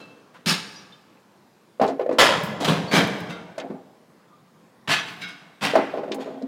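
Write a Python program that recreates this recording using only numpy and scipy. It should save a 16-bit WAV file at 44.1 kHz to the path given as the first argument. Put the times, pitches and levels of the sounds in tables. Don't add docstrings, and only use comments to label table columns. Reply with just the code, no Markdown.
import sys
import numpy as np
from scipy import signal
from scipy.fft import rfft, irfft
from scipy.io import wavfile
from scipy.ndimage import uniform_filter1d

SR = 44100
rng = np.random.default_rng(int(sys.argv[2]) if len(sys.argv) > 2 else 0)


def wrap_up_sound(samples):
    columns = np.atleast_2d(samples).T
    tamed = np.clip(columns, -1, 1)
    steps = np.round(tamed * 32767).astype(np.int16)
    wavfile.write(sys.argv[1], SR, steps)


N = 285327
TIME = np.arange(SR) / SR
FREQS = np.fft.rfftfreq(SR, 1 / SR)


def amp(db):
    return 10 ** (np.asarray(db) / 20)


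def unit_rms(x):
    return x / np.sqrt(np.mean(x ** 2) + 1e-20)


def curve_at(points, hz):
    point_hz, values = np.transpose(points)
    return np.interp(np.log(hz + 1), np.log(point_hz + 1), values)


def fade(t60, t=TIME):
    return np.exp(-np.log(1000) * t / np.maximum(t60, 1e-4))


def add(mix, start, sound):
    part = mix[max(round(start * SR), 0):][:len(sound)]
    part += sound[:len(part)]


def mode(hz, t60):
    return np.sin(2 * np.pi * hz * TIME) * fade(t60)


def clicks(per_s, spread_db, size):
    strength = amp(spread_db * np.minimum(rng.exponential(1, size), 4))
    return strength * rng.choice([-1, 1], size) * (rng.random(size) < per_s / SR)


def excite(drive, resonance):
    return signal.oaconvolve(drive, resonance / np.linalg.norm(resonance))[:N]


def snap(hz, t60, octaves=0.67, grit_db=2.9):
    band = unit_rms(np.exp(-.5 * (np.log2((FREQS + 1) / hz) / octaves) ** 2))
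    cracks = unit_rms(clicks(8100, grit_db, SR)) * fade(t60)
    cracks = np.roll(cracks, 44)
    return .4 * irfft(rfft(cracks) * band, SR)[:SR // 2]


def shard(ring_s=0.043, count=14):
    t = TIME[:SR // 8]
    hz = FREQS[-1] * rng.uniform(0.02031, .7, (count, 1))
    t60 = ring_s * rng.uniform(0.28, 0.82, (count, 1))
    return (np.sin(2 * np.pi * hz * t) * fade(t60, t)).sum(0)


def rattle(cracks_per_s=2200, ring_db=-3, shards=10):
    cracks = unit_rms(clicks(cracks_per_s, 3.0, SR))
    rings = sum(signal.fftconvolve(clicks(120, 2.2, SR), shard())[:SR] for _ in range(shards))
    return cracks + amp(ring_db) * unit_rms(rings)


# frequency in Hz, gain in dB.
SHATTER_EQ = [(24, -88), (40, -48), (180, -3.5), (249, -8.5), (297, -2.5), (329, -10), (363, -10),
              (392, -6), (630, -5), (873, -8), (1630, -6.5), (2150, -10.5), (3220, -11), (8770, -33),
              (16000, -46.5)]
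SHATTER_BANDS_HZ = [160, 550, 1900, 5200, 11000]


def shatter(swell_s, t60, bands_db, first_touch=.16, treble_hurry=0.32, ripple_db=1.92):
    ripple = uniform_filter1d(rng.standard_normal(len(FREQS)), size=110)
    ripple = unit_rms(uniform_filter1d(ripple, size=60))
    spectrum = rfft(rattle()) * amp(curve_at(SHATTER_EQ, FREQS) + ripple_db * ripple)
    attack = np.minimum(first_touch + (1 - first_touch) * TIME / swell_s, 1)
    since_swell = np.maximum(TIME - swell_s, 0)
    out = np.zeros(SR)
    for hz, db, share in zip(SHATTER_BANDS_HZ, bands_db, np.eye(len(SHATTER_BANDS_HZ))):
        crossover = curve_at(list(zip(SHATTER_BANDS_HZ, share)), FREQS)
        band = unit_rms(irfft(spectrum * crossover, SR))
        band_t60 = t60 * min(1, 2500 / hz) ** treble_hurry
        out += amp(db) * band * fade(band_t60, since_swell)
    return amp(-3.5) * attack * out


# start in seconds, level in dB, opening gain of the swell from 0 to 1,
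# swell in seconds, t60 in seconds, echo send in dB, then bass, body and treble in dB against the mids.
SMASHES = [ (0.000, -49, 0.48, .002, 0.33, -5, 7, 4, -3.5),
           (0.459, -21, 0.27, 0.035, 0.38, -17.5, -7.5, -10.5, 5.5),
           (2.185, -11.5, 0.58, .028, 0.53, -17.5, -20, 1, -2),
           (2.602, -36, 0.88, 0.01, 0.93, -9, 10.5, 11, 2.5),
           (2.644, -24.5, 0.28, 0.0045, 0.21, -11, -12.5, -1, 2),
           (2.674, -24, 0.42, 0.014, 0.46, -20.5, 7.5, 2.5, -1),
           (2.913, -14.5, 0.13, 0.055, 0.4, -15, 0, -1.5, -4),
           (4.875, -25.5, 0.47, 0.0043, 0.61, -17.5, -12, -8.5, -7.5),
           (4.891, -17, 0.49, 0.034, 0.37, -18.5, -16.5, -17.5, -5),
           (5.610, -22, 0.087, 0.042, 0.42, -15.5, -6, -6.5, -3.5)]


def smashes(fizz_db=-11, crack_db=-7):
    direct, send = np.zeros((2, N))
    for start, db, touch, swell_s, t60, send_db, bass_db, body_db, treble_db in SMASHES:
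        colour_db = np.array([bass_db, body_db, 0, treble_db, treble_db + fizz_db])
        burst = shatter(swell_s, t60, db + colour_db, first_touch=touch)
        add(burst, 0, amp(db + crack_db) * snap(hz=2100, t60=0.029))
        add(direct, start, burst)
        add(send, start, amp(send_db) * burst)
    return direct, send


def chatter(hz, length_s):
    contacts = clicks(900, 0.75, SR) * fade(length_s * 0.75)
    ring = signal.fftconvolve(contacts, mode(hz, length_s * .4))[:SR]
    return ring / (abs(ring).max() + 1e-12)


# start in seconds, peak in dB, pitch in Hz, rough length in seconds.
SHARD_CLINKS = [(0.0, -49, 2654, 0.58), (0.0, -51, 4060, 0.34), (0.758, -39.5, 4850, 0.15),
                (0.755, -46.5, 5790, 0.31), (0.922, -43.5, 3600, .12), (0.924, -52, 3114, 0.22),
                (2.870, -39.5, 4480, 0.64), (4.299, -52, 1201, 0.82), (5.754, -50, 3960, .12)]


def clinks():
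    out = np.zeros(N)
    for start, db, hz, length_s in SHARD_CLINKS:
        add(out, start, amp(db) * chatter(hz, length_s))
    return out


# frequency in Hz, gain in dB.
AIR_EQ = [(18, -84), (30, -22.5), (109, -6), (204, 1.5), (280, -4), (404, -5), (540, -6), (600, -9),
          (1070, -9.5), (1220, -12.5), (1390, -14), (3310, -23), (3670, -23), (16000, -36)]


def air(level_db=-56.5, patchy_db=1.5):
    hz, _, spectra = signal.stft(rng.standard_normal(N), SR, nperseg=2048)
    drift = uniform_filter1d(rng.standard_normal(spectra.shape), size=6, axis=1)
    patches = unit_rms(uniform_filter1d(drift, size=20, axis=0))
    spectra *= amp(curve_at(AIR_EQ, hz)[:, None] + patchy_db * patches)
    return amp(level_db) * unit_rms(signal.istft(spectra, SR)[1][:N])


# frequency in Hz, t60 in seconds.
STREET_DECAY = [(150, 1.22), (600, 1.83), (2000, 1.16), (5000, 0.95), (10000, 0.82), (15000, 0.28)]


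def echo(send, decay=STREET_DECAY, build_s=0.05, per_s=4000):
    build = np.minimum(np.arange(2 * SR) / SR / build_s, 1) ** 2
    reflections = clicks(per_s, 0.63, 2 * SR) * build
    hz, t, spectra = signal.stft(reflections, SR, nperseg=256)
    spectra *= fade(curve_at(decay, hz)[:, None], t)
    tail = signal.istft(spectra, SR, nperseg=256)[1]
    return excite(send, tail)


# pitch in Hz, level in dB.
HEAP_MODES = [(130, -12), (155, -3.5), (177, 9), (208, 2.5), (300, -4), (366, -4.5), (432, -1), (560, -9),
              (700, -6.5)]


def rumble(level_db=-9, per_s=160, rise_s=0.29, settle_t60=1.33):
    settling = np.minimum(TIME / rise_s, 1) * fade(settle_t60)
    load = np.zeros(N)
    for start, db, *_, body_db, _ in SMASHES:
        add(load, start, amp(db + body_db) * settling)
    ring = sum(amp(db) * mode(hz, t60=.15) for hz, db in HEAP_MODES)
    bumps = load * unit_rms(clicks(per_s, 2.1, N))
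    return amp(level_db) * excite(bumps, ring)


def chips(level_db=-48, per_s=500, flight_s=0.26, spread_s=.08):
    landing = np.exp(-.5 * ((TIME - flight_s) / spread_s) ** 2)
    shower = np.zeros(N)
    for start, db, *_ in SMASHES:
        add(shower, start, amp(db) * landing)
    chip = snap(hz=9550, t60=.04, octaves=0.88)
    patter = shower * unit_rms(clicks(per_s, 1.5, N))
    return amp(level_db) * excite(patter, chip)


# start in seconds, level in dB.
LOOSE_TUMBLES = [(0.335, -51), (3.29, -38.5), (5.071, -37), (5.207, -35.5), (5.274, -41.5), (6.197, -41)]
TUMBLE_COLOUR_DB = [-6, -51.5, -1, -5.5, -15.5]


def tumbles():
    out = np.zeros(N)
    for start, db in LOOSE_TUMBLES:
        add(out, start, amp(db) * shatter(swell_s=0.016, t60=0.33, bands_db=TUMBLE_COLOUR_DB))
    return out


# start in seconds, level in dB, pitch in Hz, t60 in seconds.
DRY_TICKS = [(0.346, -39, 1120, 0.17), (1.171, -36.5, 1470, 0.011), (1.815, -25.5, 3050, 0.028),
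             (1.865, -35, 4380, .033), (1.877, -33, 4000, 0.11), (2.126, -41, 4540, 0.077),
             (2.187, -22, 14000, .13), (2.433, -34, 12200, 0.18), (3.074, -33, 10400, .02),
             (3.204, -36, 10700, .017), (3.581, -26, 1310, 0.14), (3.58, -29, 4570, 0.044),
             (3.599, -27, 3200, 0.041), (5.75, -21, 1400, 0.53), (5.755, -21, 4100, 0.034),
             (6.117, -20.5, 2680, 0.075), (6.144, -34.5, 8250, 0.056), (6.422, -40, 3980, .03)]


def ticks():
    out = np.zeros(N)
    for start, db, hz, t60 in DRY_TICKS:
        add(out, start, amp(db) * snap(hz, t60))
    return out


# start in seconds, level in dB, pitch in Hz, t60 in seconds.
LOW_THUDS = [(0.464, -11, 184.8, .12), (0.494, -18.5, 190.4, .12), (2.678, -7.5, 160, 0.068),
             (2.961, -21, 177, 0.23), (3.696, -23.5, 193, 0.1), (4.882, -13, 146, 0.05),
             (5.629, -9.5, 150.6, 0.023), (6.428, -20.5, 252.4, 0.091)]


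def thuds(attack_s=0.0052):
    attack = 1 - np.exp(-TIME / attack_s)
    out = np.zeros(N)
    for start, db, hz, t60 in LOW_THUDS:
        boom = mode(hz, t60) + 0.16 * mode(2 * hz, t60)
        add(out, start, amp(db) * attack * boom)
    return out


def dull_knock(hz, peak_s=0.0028):
    t = TIME[:SR // 20]
    swell = (t / peak_s * np.exp(1 - t / peak_s)) ** 2
    return swell * np.sin(2 * np.pi * hz * t)


# start in seconds, level in dB,
# pitch in Hz, t60 in seconds of the handling envelope that follows.
CLOSE_KNOCKS = [(1.797, -11.5, 570, 0.17), (1.812, -7, 730, 0.14), (1.825, -13.5, 765, 0.074),
                (1.833, -14.5, 416, 0.45), (1.885, -22, 602, .3), (1.994, -14, 527, 0.086),
                (2.009, -17, 432, 0.16), (2.061, -15.5, 520, 0.049), (2.091, -10.5, 567, 0.054),
                (2.11, -15.5, 460, .45), (3.579, -21, 626, 0.69), (3.70, -25, 360, 0.15),
                (5.735, -12.5, 516, 0.15), (5.753, -2.5, 649, 0.13), (5.770, -17, 710, 0.6),
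                (5.938, -18.5, 613, 0.27), (5.972, -18.5, 586, 0.2), (6.033, -20, 550, 0.19),
                (6.078, -23.5, 610, 0.18), (6.112, -18.5, 370, 0.38), (6.183, -23.5, 537, 0.39),
                (6.259, -24.5, 486, 0.62), (6.339, -35, 390, .9), (6.415, -30, 470, 0.27)]


def knocks(edge_db=-11):
    out = np.zeros(N)
    for start, db, hz, _ in CLOSE_KNOCKS:
        add(out, start, amp(db) * dull_knock(hz))
        add(out, start, amp(db + edge_db) * snap(1.2 * hz, t60=.03))
    return out


def handling_envelope():
    handling = np.zeros(N)
    for start, db, _, t60 in CLOSE_KNOCKS:
        add(handling, start, amp(db) * fade(t60) * (1 - fade(0.01)))
    return handling


def small_knocks(handling, level_db=-13.5, per_s=35, pitches=9):
    out = np.zeros(N)
    for hz in np.geomspace(270, 800, pitches):
        bumps = handling * unit_rms(clicks(per_s, 1.0, N))
        out += excite(bumps, dull_knock(hz))
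    return amp(level_db) * out / np.sqrt(pitches)


# frequency in Hz, gain in dB.
RUB_EQ = [(40, -55), (150, -32.5), (600, 1.5), (1100, -3), (2000, -13.5), (4500, -25.5), (9000, -42.5),
          (16000, -45)]


def rubbing(handling, level_db=-13, steepness=1.424):
    contacts = clicks(3000, 2.0, N)
    colour = amp(curve_at(RUB_EQ, np.fft.rfftfreq(N, 1 / SR)))
    grain = unit_rms(irfft(rfft(contacts) * colour, N))
    return amp(level_db) * handling ** steepness * grain


# pitch in Hz, level in dB, rough length in seconds.
TILE_MODES = [(1459, -2, .42), (1590, -5, .25), (2185, 0, .36), (2285, -5, .36), (2724, -8, .25),
              (2815, -10, .45), (3321, -8, .45), (3784, -5, .3), (3950, -6, .3), (4960, -9, .4),
              (5292, -14, .4), (6158, -15, .3)]
# start in seconds, level in dB, pitch ratio applied to the modes.
TILE_BLOWS = [(3.305, -41, .95), (4.912, -24, 1.171), (5.198, -48, 1), (5.217, -33, 1), (5.256, -44, 1),
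              (5.288, -44, 1)]


def tile_rings():
    out = np.zeros(N)
    for start, db, ratio in TILE_BLOWS:
        for hz, mode_db, length_s in TILE_MODES:
            add(out, start, amp(db + mode_db) * chatter(ratio * hz, length_s))
    return out


def scene():
    smashing, smash_send = smashes()
    tumbling = tumbles()
    pieces = thuds() + clinks() + tile_rings()
    handling = handling_envelope()
    near = knocks() + ticks() + small_knocks(handling) + rubbing(handling)
    tiles = smashing + tumbling + chips() + rumble()
    scaffold = amp(-8) * echo(near + pieces, decay=[(200, .25), (8000, 0.04)], build_s=0.0034)
    house_fronts = echo(smash_send + amp(-11) * tumbling + amp(-20) * pieces + amp(-26) * near)
    return (tiles + pieces + near + scaffold + house_fronts + air())[None]


def record(dry, ceiling=0.93, low_cut_hz=105, high_cut_hz=15950):
    low_cut = signal.butter(3, low_cut_hz, "highpass", fs=SR, output="sos")
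    thinned = signal.sosfilt(low_cut, dry) + amp(-30.5) * dry
    rounded = ceiling * np.tanh(thinned / ceiling)
    high_cut = signal.firwin(511, high_cut_hz, window=("kaiser", 9), fs=SR)
    return signal.oaconvolve(rounded, high_cut[None], "same")


dry = scene()
out = record(dry)
wrap_up_sound(out)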